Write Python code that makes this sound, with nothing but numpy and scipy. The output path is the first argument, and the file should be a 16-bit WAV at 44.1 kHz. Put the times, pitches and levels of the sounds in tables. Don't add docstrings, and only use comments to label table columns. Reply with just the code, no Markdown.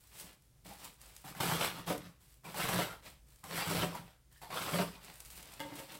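import sys
import numpy as np
from scipy import signal
from scipy.fft import rfft, irfft, next_fast_len
from scipy.io import wavfile
from scipy.ndimage import uniform_filter1d, map_coordinates

SR = 44100
rng = np.random.default_rng(int(sys.argv[2]) if len(sys.argv) > 2 else 0)


def waveform_to_disk(signal):
    frames = np.transpose(np.atleast_2d(signal))
    scaled = np.clip(frames, -1, 1) * 32767
    samples = np.round(scaled).astype(np.int16)
    wavfile.write(sys.argv[1], SR, samples)


N = 264149

# freq_hz, density_db
CRUMB_SPECTRUM = [(300, -44), (1500, 5.5), (3000, -1.5), (5000, 0), (6800, -4), (7800, 4), (9000, 0.5),
                  (12500, 2), (15800, -3)]
CRUST_SPECTRUM = [(100, -9.5), (250, -2.5), (450, 1.5), (750, 1.5), (1300, 2.5), (1800, -3.5), (3200, -3),
                  (5000, -8.5), (7000, -19), (16000, -55)]
# freq_hz, width_hz, gain_db
BOARD_MODES = [(97, 27, -6), (120, 39, -4.5), (173.7, 17, 3.5), (215.4, 13, -7), (289, 28, -5),
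               (400, 28, -9), (469, 30, -6), (593, 57, -2.5), (731.5, 26, -2.5), (933, 43, -9),
               (1310, 310, -17.5), (1800, 69, -19), (2370, 1900, -17)]

def cutting():
    crumb_gain, crust_gain, board_gain = blade_effort()
    fine = fractures(rate_hz=3000, spread_db=2, clump_db=1, clump_hz=160, life_s=0.007)
    crackle = coloured(patchy(fine, depth_db=1.6), CRUMB_SPECTRUM)
    coarse = fractures(rate_hz=1500, spread_db=2, clump_db=2, clump_hz=110, life_s=0.0045)
    crunch = coloured(patchy(coarse, depth_db=3), CRUST_SPECTRUM)
    jolts = fractures(rate_hz=600, spread_db=2, clump_db=2.55, clump_hz=130)
    rumble = unit(ringing(lowpass(jolts, corner_hz=250), BOARD_MODES))
    return crumb_gain * crackle + crust_gain * crunch, board_gain * rumble


# start_s, hold_s, level_db, board_relative_db
EDGE_BITES = [(1.241, 0.043, -53.5, 2), (1.353, .05, -54, 6), (2.438, 0.075, -55.5, 2),
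              (3.435, .06, -55, 2.5), (4.411, 0.014, -54.5, -10)]
# start_s, attack_s, hold_s, level_db, board_relative_db
BLADE_PUSHES = [(1.401, 0.0038, 0.16, -38, -3.5), (1.573, 0.046, 0.039, -36.5, -4.5),
                (1.856, 0.031, 0.023, -41.5, -3.5), (2.532, 0.072, 0.05, -39, -8.5),
                (2.656, 0.04, 0.13, -39, -4), (3.487, 0.093, 0.03, -38.5, -9),
                (3.618, 0.083, 0.13, -39.5, 1), (4.485, 0.074, 0.14, -43.5, -5.5),
                (4.703, 0.029, 0.082, -40.5, 0)]
# start_s, hold_s, level_db, board_relative_db
BLADE_PULLS = [(1.725, 0.037, -50, 4), (1.98, 0.064, -59.5, 3.5), (2.854, 0.052, -54.5, -1.5),
               (3.868, 0.082, -52, 4.5), (4.022, 0.057, -64.5, -13), (4.828, 0.1, -56, -9)]

def blade_effort():
    def share(shape, db, board_db, crumbs_db):
        return np.outer(amp([db + crumbs_db, db, db + board_db]), shape)
    bites = [share(stroke(start, 0.01, hold, release_db_per_s=210), db, board_db, crumbs_db=-1)
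             for start, hold, db, board_db in EDGE_BITES]
    pushes = [share(stroke(start, attack, hold, release_db_per_s=249), db, board_db, crumbs_db=-3.5)
              for start, attack, hold, db, board_db in BLADE_PUSHES]
    pulls = [share(stroke(start, 0.024, hold, release_db_per_s=202), db, board_db, crumbs_db=-5)
             for start, hold, db, board_db in BLADE_PULLS]
    return together(bites + pushes + pulls)


# start_s, level_db
CRUST_SNAPS = [(.6555, -55), (1.241, -47.5), (1.283, -43), (1.350, -40.5), (1.4025, -28.5), (1.410, -37),
               (1.4325, -27), (1.474, -36), (1.497, -28.5), (1.514, -27.5), (1.618, -51), (1.648, -55),
               (1.776, -46), (1.8756, -33.5), (2.4355, -56), (2.453, -46.5), (2.5435, -34), (2.692, -28),
               (2.742, -32.5), (3.439, -42), (3.585, -36), (3.951, -34), (4.417, -45.5), (4.505, -41),
               (4.532, -51), (4.679, -35.5)]
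# freq_hz, density_db
SNAP_SPECTRUM = [(60, -11.5), (170, 9), (400, -21.5), (800, 10), (1400, -5), (2200, -5.5), (4000, -22),
                 (6600, -15), (8000, -15), (15800, -17.5)]

def snaps():
    cracks = blows(CRUST_SNAPS, t60_s=0.06, chatter=3)
    return amp(-7.5) * coloured(cracks, SNAP_SPECTRUM)


# start_s, length_s, pitch_hz, level_db
EDGE_RASPS = [(0.683, 0.083, 810, -51.5), (0.848, 0.032, 965, -51), (1.243, 0.047, 796, -49),
              (2.444, 0.055, 990, -49), (2.449, 0.042, 2400, -51), (2.585, 0.082, 2180, -44),
              (2.878, 0.075, 1355, -46), (2.89, 0.13, 945, -63), (3.433, 0.037, 1025, -52),
              (3.927, 0.063, 946, -44), (4.308, 0.14, 1780, -68), (4.317, 0.066, 3050, -71),
              (4.428, 0.062, 890, -50.5), (4.503, 0.15, 1100, -47.5), (5.697, 0.061, 890, -53.5),
              (5.72, 0.031, 2020, -55), (5.898, 0.021, 3404, -52)]

def rasps():
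    slips = fractures(rate_hz=1600, spread_db=4, clump_db=4, clump_hz=170)
    track = np.zeros(N)
    for start_s, length_s, pitch_hz, db in EDGE_RASPS:
        progress = np.clip((np.arange(N) / SR - start_s) / length_s, 0, 1)
        envelope = np.sqrt(progress) * (1 - progress)
        rasp = envelope * signal.lfilter(*signal.iirpeak(pitch_hz, Q=14, fs=SR), slips)
        track += amp(db) * rasp / np.linalg.norm(rasp) * np.sqrt(length_s * SR)
    return amp(-7) * track


# start_s, level_db, hardness_hz, bass_cut_hz
BOARD_KNOCKS = [(.235, -42.5, 111, 20), (0.656, -40.5, 110, 18), (0.691, -41, 140, 20),
                (1.899, -27.5, 910, 35), (1.903, -22, 800, 24), (2.037, -52, 120, 20),
                (2.630, -28.5, 200, 23), (2.788, -25.5, 1800, 270), (3.711, -26, 200, 20),
                (3.829, -20.5, 550, 40), (3.84, -28, 150, 20), (4.742, -25, 400, 150),
                (4.7876, -26, 1500, 160), (4.792, -23, 1000, 380)]

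def knocks():
    force = np.zeros(N)
    for start_s, db, hardness_hz, bass_cut_hz in BOARD_KNOCKS:
        soft_pole, bass_pole = np.exp(-2 * np.pi * np.array([hardness_hz, bass_cut_hz]) / SR)
        blow = signal.lfilter([1 - soft_pole], [1, -soft_pole], contact(t60_s=0.057, chatter=0.56))
        add(force, start_s, amp(db) * signal.lfilter([1, -1], [1, -bass_pole], blow))
    return amp(-4) * ringing(force, BOARD_MODES)


# start_s, attack_s, hold_s, glove_db, rub_db
HAND_GRIPS = [(0.0, 0.0033, .1, -66, -75.5), (0.099, 0.1, 0.012, -49, -57.5),
              (0.246, 0.026, 0.021, -60.5, -60.5), (0.408, .012, 0.046, -76, -88),
              (0.643, 0.012, 0.072, -57, -58), (0.75, 0.1, 0.0053, -52.5, -53.5),
              (0.97, 0.046, .19, -61.5, -66), (2.195, 0.023, 0.11, -65.5, -73.5),
              (3.02, 0.042, 0.0033, -54.5, -54.5), (3.26, 0.016, 0.15, -70, -78.5),
              (4.303, 0.016, 0.099, -67.5, -76.5), (4.999, 0.032, 0.064, -58.5, -56.5),
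              (5.115, 0.013, 0.16, -59.5, -65), (5.298, 0.02, 0.078, -55.5, -60),
              (5.407, 0.024, 0.28, -60, -60), (5.704, 0.089, 0.0073, -51, -52.5),
              (5.86, 0.038, 0.056, -57, -55)]
# freq_hz, density_db
RUSTLE_SPECTRUM = [(300, -35), (1200, -1), (2500, -1.5), (4800, 1.5), (6600, -0.5), (7900, 5.5),
                   (9500, 2.5), (13000, 2), (15800, 1)]
RUB_SPECTRUM = [(70, -21.5), (170, 7), (260, -1.5), (600, 1), (1000, 0.5), (1500, -3.5), (2500, -1.5),
                (5000, -6.5), (12000, -40)]

def handling():
    glove_gain, rub_gain = together(
        np.outer(amp([glove_db, rub_db]), stroke(start, attack, hold, release_db_per_s=196))
        for start, attack, hold, glove_db, rub_db in HAND_GRIPS)
    crinkles = fractures(rate_hz=4000, spread_db=1, clump_db=2.6, clump_hz=90, life_s=0.005)
    scrapes = fractures(rate_hz=2000, spread_db=2, clump_db=2, clump_hz=190)
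    return glove_gain * coloured(crinkles, RUSTLE_SPECTRUM) + rub_gain * coloured(scrapes, RUB_SPECTRUM)


# start_s, level_db
TIP_TAPS = [(5.596, -45), (5.603, -35), (5.796, -61)]
# start_s, hold_s, level_db
TIP_DRAGS = [(5.638, 0.024, -54), (5.703, 0.01, -44.5), (5.779, 0.01, -44.5), (5.887, .04, -49.5)]
# freq_hz, width_hz, gain_db
KNIFE_MODES = [(129, 30, -5), (291, 22, -1), (554, 24, 1), (900, 28, -1), (1220, 60, -9), (1630, 70, -7),
               (2070, 26, 3), (2890, 110, -10), (3400, 150, -10), (4700, 400, -16)]

def knife_tip():
    taps = blows(TIP_TAPS, t60_s=0.077, chatter=0.51)
    slips = fractures(rate_hz=250, spread_db=1.5, clump_db=3.5, clump_hz=81)
    drag_gain = together(amp(db) * stroke(start, 0.01, hold, release_db_per_s=300)
                         for start, hold, db in TIP_DRAGS)
    force = taps + amp(3.5) * drag_gain * lowpass(slips, corner_hz=1100)
    return amp(-4) * ringing(force, KNIFE_MODES) + amp(-14.5) * coloured(taps, RUSTLE_SPECTRUM)


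# start_s, level_db
DRY_TICKS = [(0.2264, -59), (0.2783, -48), (0.422, -54.5), (0.6904, -46), (0.8004, -45), (1.0157, -37),
             (1.1653, -33), (1.3169, -56), (1.9797, -32), (3.36, -45.5), (3.4406, -34), (5.0474, -36.5),
             (5.141, -39), (5.2043, -30.5), (5.2501, -37), (5.2864, -53), (5.3034, -34.5), (5.4285, -35),
             (5.456, -40), (5.5384, -35)]
# freq_hz, density_db
TICK_SPECTRUM = [(200, -14), (1500, 2), (4500, 4.5), (6800, 5), (8000, 8), (13000, 6.5), (16000, -24)]

def ticks(echo_s=0.0026):
    direct = amp(-21) * coloured(blows(DRY_TICKS, t60_s=0.0054, chatter=0.31), TICK_SPECTRUM)
    echo = filtered(direct, lambda hz: np.exp(-2j * np.pi * hz * echo_s))
    return direct + amp(-4.5) * echo


# freq_hz, t60_s
ROOM_DECAY = [(120, 0.46), (500, 0.22), (2000, 0.23), (6000, 0.2), (15000, 0.15)]

def room(x, wet_db, tail_count):
    hz, t, noise = signal.stft(rng.standard_normal((tail_count, SR // 3)), SR, nperseg=256)
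    decay = amp(-60 * t / along(ROOM_DECAY, hz)[:, None])
    tails = signal.istft(noise * decay, SR, nperseg=256)[1]
    wet = np.zeros(N)
    for span, tail in zip(np.array_split(np.arange(N), tail_count), tails):
        add(wet, span[0] / SR + 0.005, signal.fftconvolve(x[span], tail / np.linalg.norm(tail)))
    return x + amp(wet_db) * filtered(wet, lambda f: 1j * f / (220 + 1j * f))


# freq_hz, density_db
HOUSE_SPECTRUM = [(20, -17), (35, -7), (56, 7.5), (80, -9.5), (125, -1), (200, -16.5), (400, -21.5),
                  (1200, -30), (4000, -32), (9000, -30.5), (16000, -35)]

def room_tone():
    level_db = -65 + 1.3 * wobble(rate_hz=5.3)
    return amp(level_db) * coloured(rng.standard_normal(N), HOUSE_SPECTRUM)


def fractures(rate_hz, spread_db, clump_db, clump_hz, life_s=0.014):
    happens = rng.random(N) < rate_hz / SR
    sizes = amp(spread_db * np.clip(rng.standard_normal(N), -2, 2)) * rng.choice([-1, 1], N)
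    onsets = (rng.random(N) < clump_hz / SR) * rng.random(N)
    avalanche = signal.lfilter([1], [1, -np.exp(-1 / (life_s * SR))], onsets)
    return unit(happens * sizes * amp(clump_db * np.minimum(avalanche / avalanche.std(), 4)))


def patchy(x, depth_db):
    spectra = signal.stft(x, nperseg=512)[2]
    patches = uniform_filter1d(rng.standard_normal(spectra.shape), size=4, axis=0)
    patches = uniform_filter1d(patches, size=5, axis=1)
    return unit(signal.istft(spectra * amp(depth_db * unit(patches)), nperseg=512)[1][:N])


def contact(t60_s, chatter):
    t = np.arange(SR // 10) / SR
    tail = rng.standard_normal(len(t)) * amp(-60 * t / t60_s)
    force = (t == 0) + chatter * tail / np.linalg.norm(tail)
    return force / np.linalg.norm(force) * np.sqrt(SR / 100)


def blows(rows, t60_s, chatter):
    track = np.zeros(N)
    for start_s, db in rows:
        add(track, start_s, amp(db) * contact(t60_s, chatter))
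    return track


def stroke(start_s, attack_s, hold_s, release_db_per_s):
    age_s = np.arange(N) / SR - start_s
    rise = np.clip(age_s / attack_s, 0, 1)
    return rise * amp(-release_db_per_s * np.maximum(age_s - attack_s - hold_s, 0))


def together(strokes):
    return np.sqrt(sum(gain ** 2 for gain in strokes))


def ringing(x, modes):
    def response(hz):
        body = sum((-1) ** k * amp(db) * 1j * hz * width / (centre ** 2 - hz ** 2 + 1j * hz * width)
                   for k, (centre, width, db) in enumerate(modes))
        return body / np.sqrt(np.mean(np.abs(body) ** 2))
    return filtered(x, response)


def coloured(x, spectrum):
    def response(hz):
        cepstrum = irfft(np.log(unit(amp(along(spectrum, hz)))))
        return np.exp(rfft(2 * cepstrum[:len(hz) - 1], len(cepstrum)) - cepstrum[0])
    return filtered(x, response)


def lowpass(x, corner_hz):
    return filtered(x, lambda hz: 1 / (1 + 1j * hz / corner_hz) ** 2)


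def filtered(x, response):
    size = 2 * next_fast_len(N // 2 + SR // 4)
    return irfft(rfft(x, size) * response(np.fft.rfftfreq(size, 1 / SR)), size)[:N]


def wobble(rate_hz):
    return map_coordinates(rng.standard_normal(N // 20), [np.arange(N) * rate_hz / SR])


def along(points, hz):
    knots_hz, values = np.transpose(points)
    return np.interp(np.log(hz + 1), np.log(knots_hz + 1), values)


def add(track, start_s, sound):
    part = track[round(start_s * SR):][:len(sound)]
    part += sound[:len(part)]


def amp(db):
    return 10 ** (np.asarray(db) / 20)


def unit(x):
    return x / np.sqrt(np.mean(x ** 2) + 1e-20)


def scene():
    crust, rumble = cutting()
    food = room(crust + snaps() + rasps() + handling(), wet_db=-6, tail_count=72)
    board_and_knife = room(knocks() + knife_tip(), wet_db=-0.5, tail_count=12)
    ticking = room(ticks(), wet_db=-8, tail_count=12)
    mono = food + rumble + board_and_knife + ticking + room_tone()
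    return np.array([mono, mono])


TOP_HZ = 15850

def record(dry):
    return np.array([filtered(channel, lambda hz: hz < TOP_HZ) for channel in dry])


dry = scene()
out = record(dry)
waveform_to_disk(out)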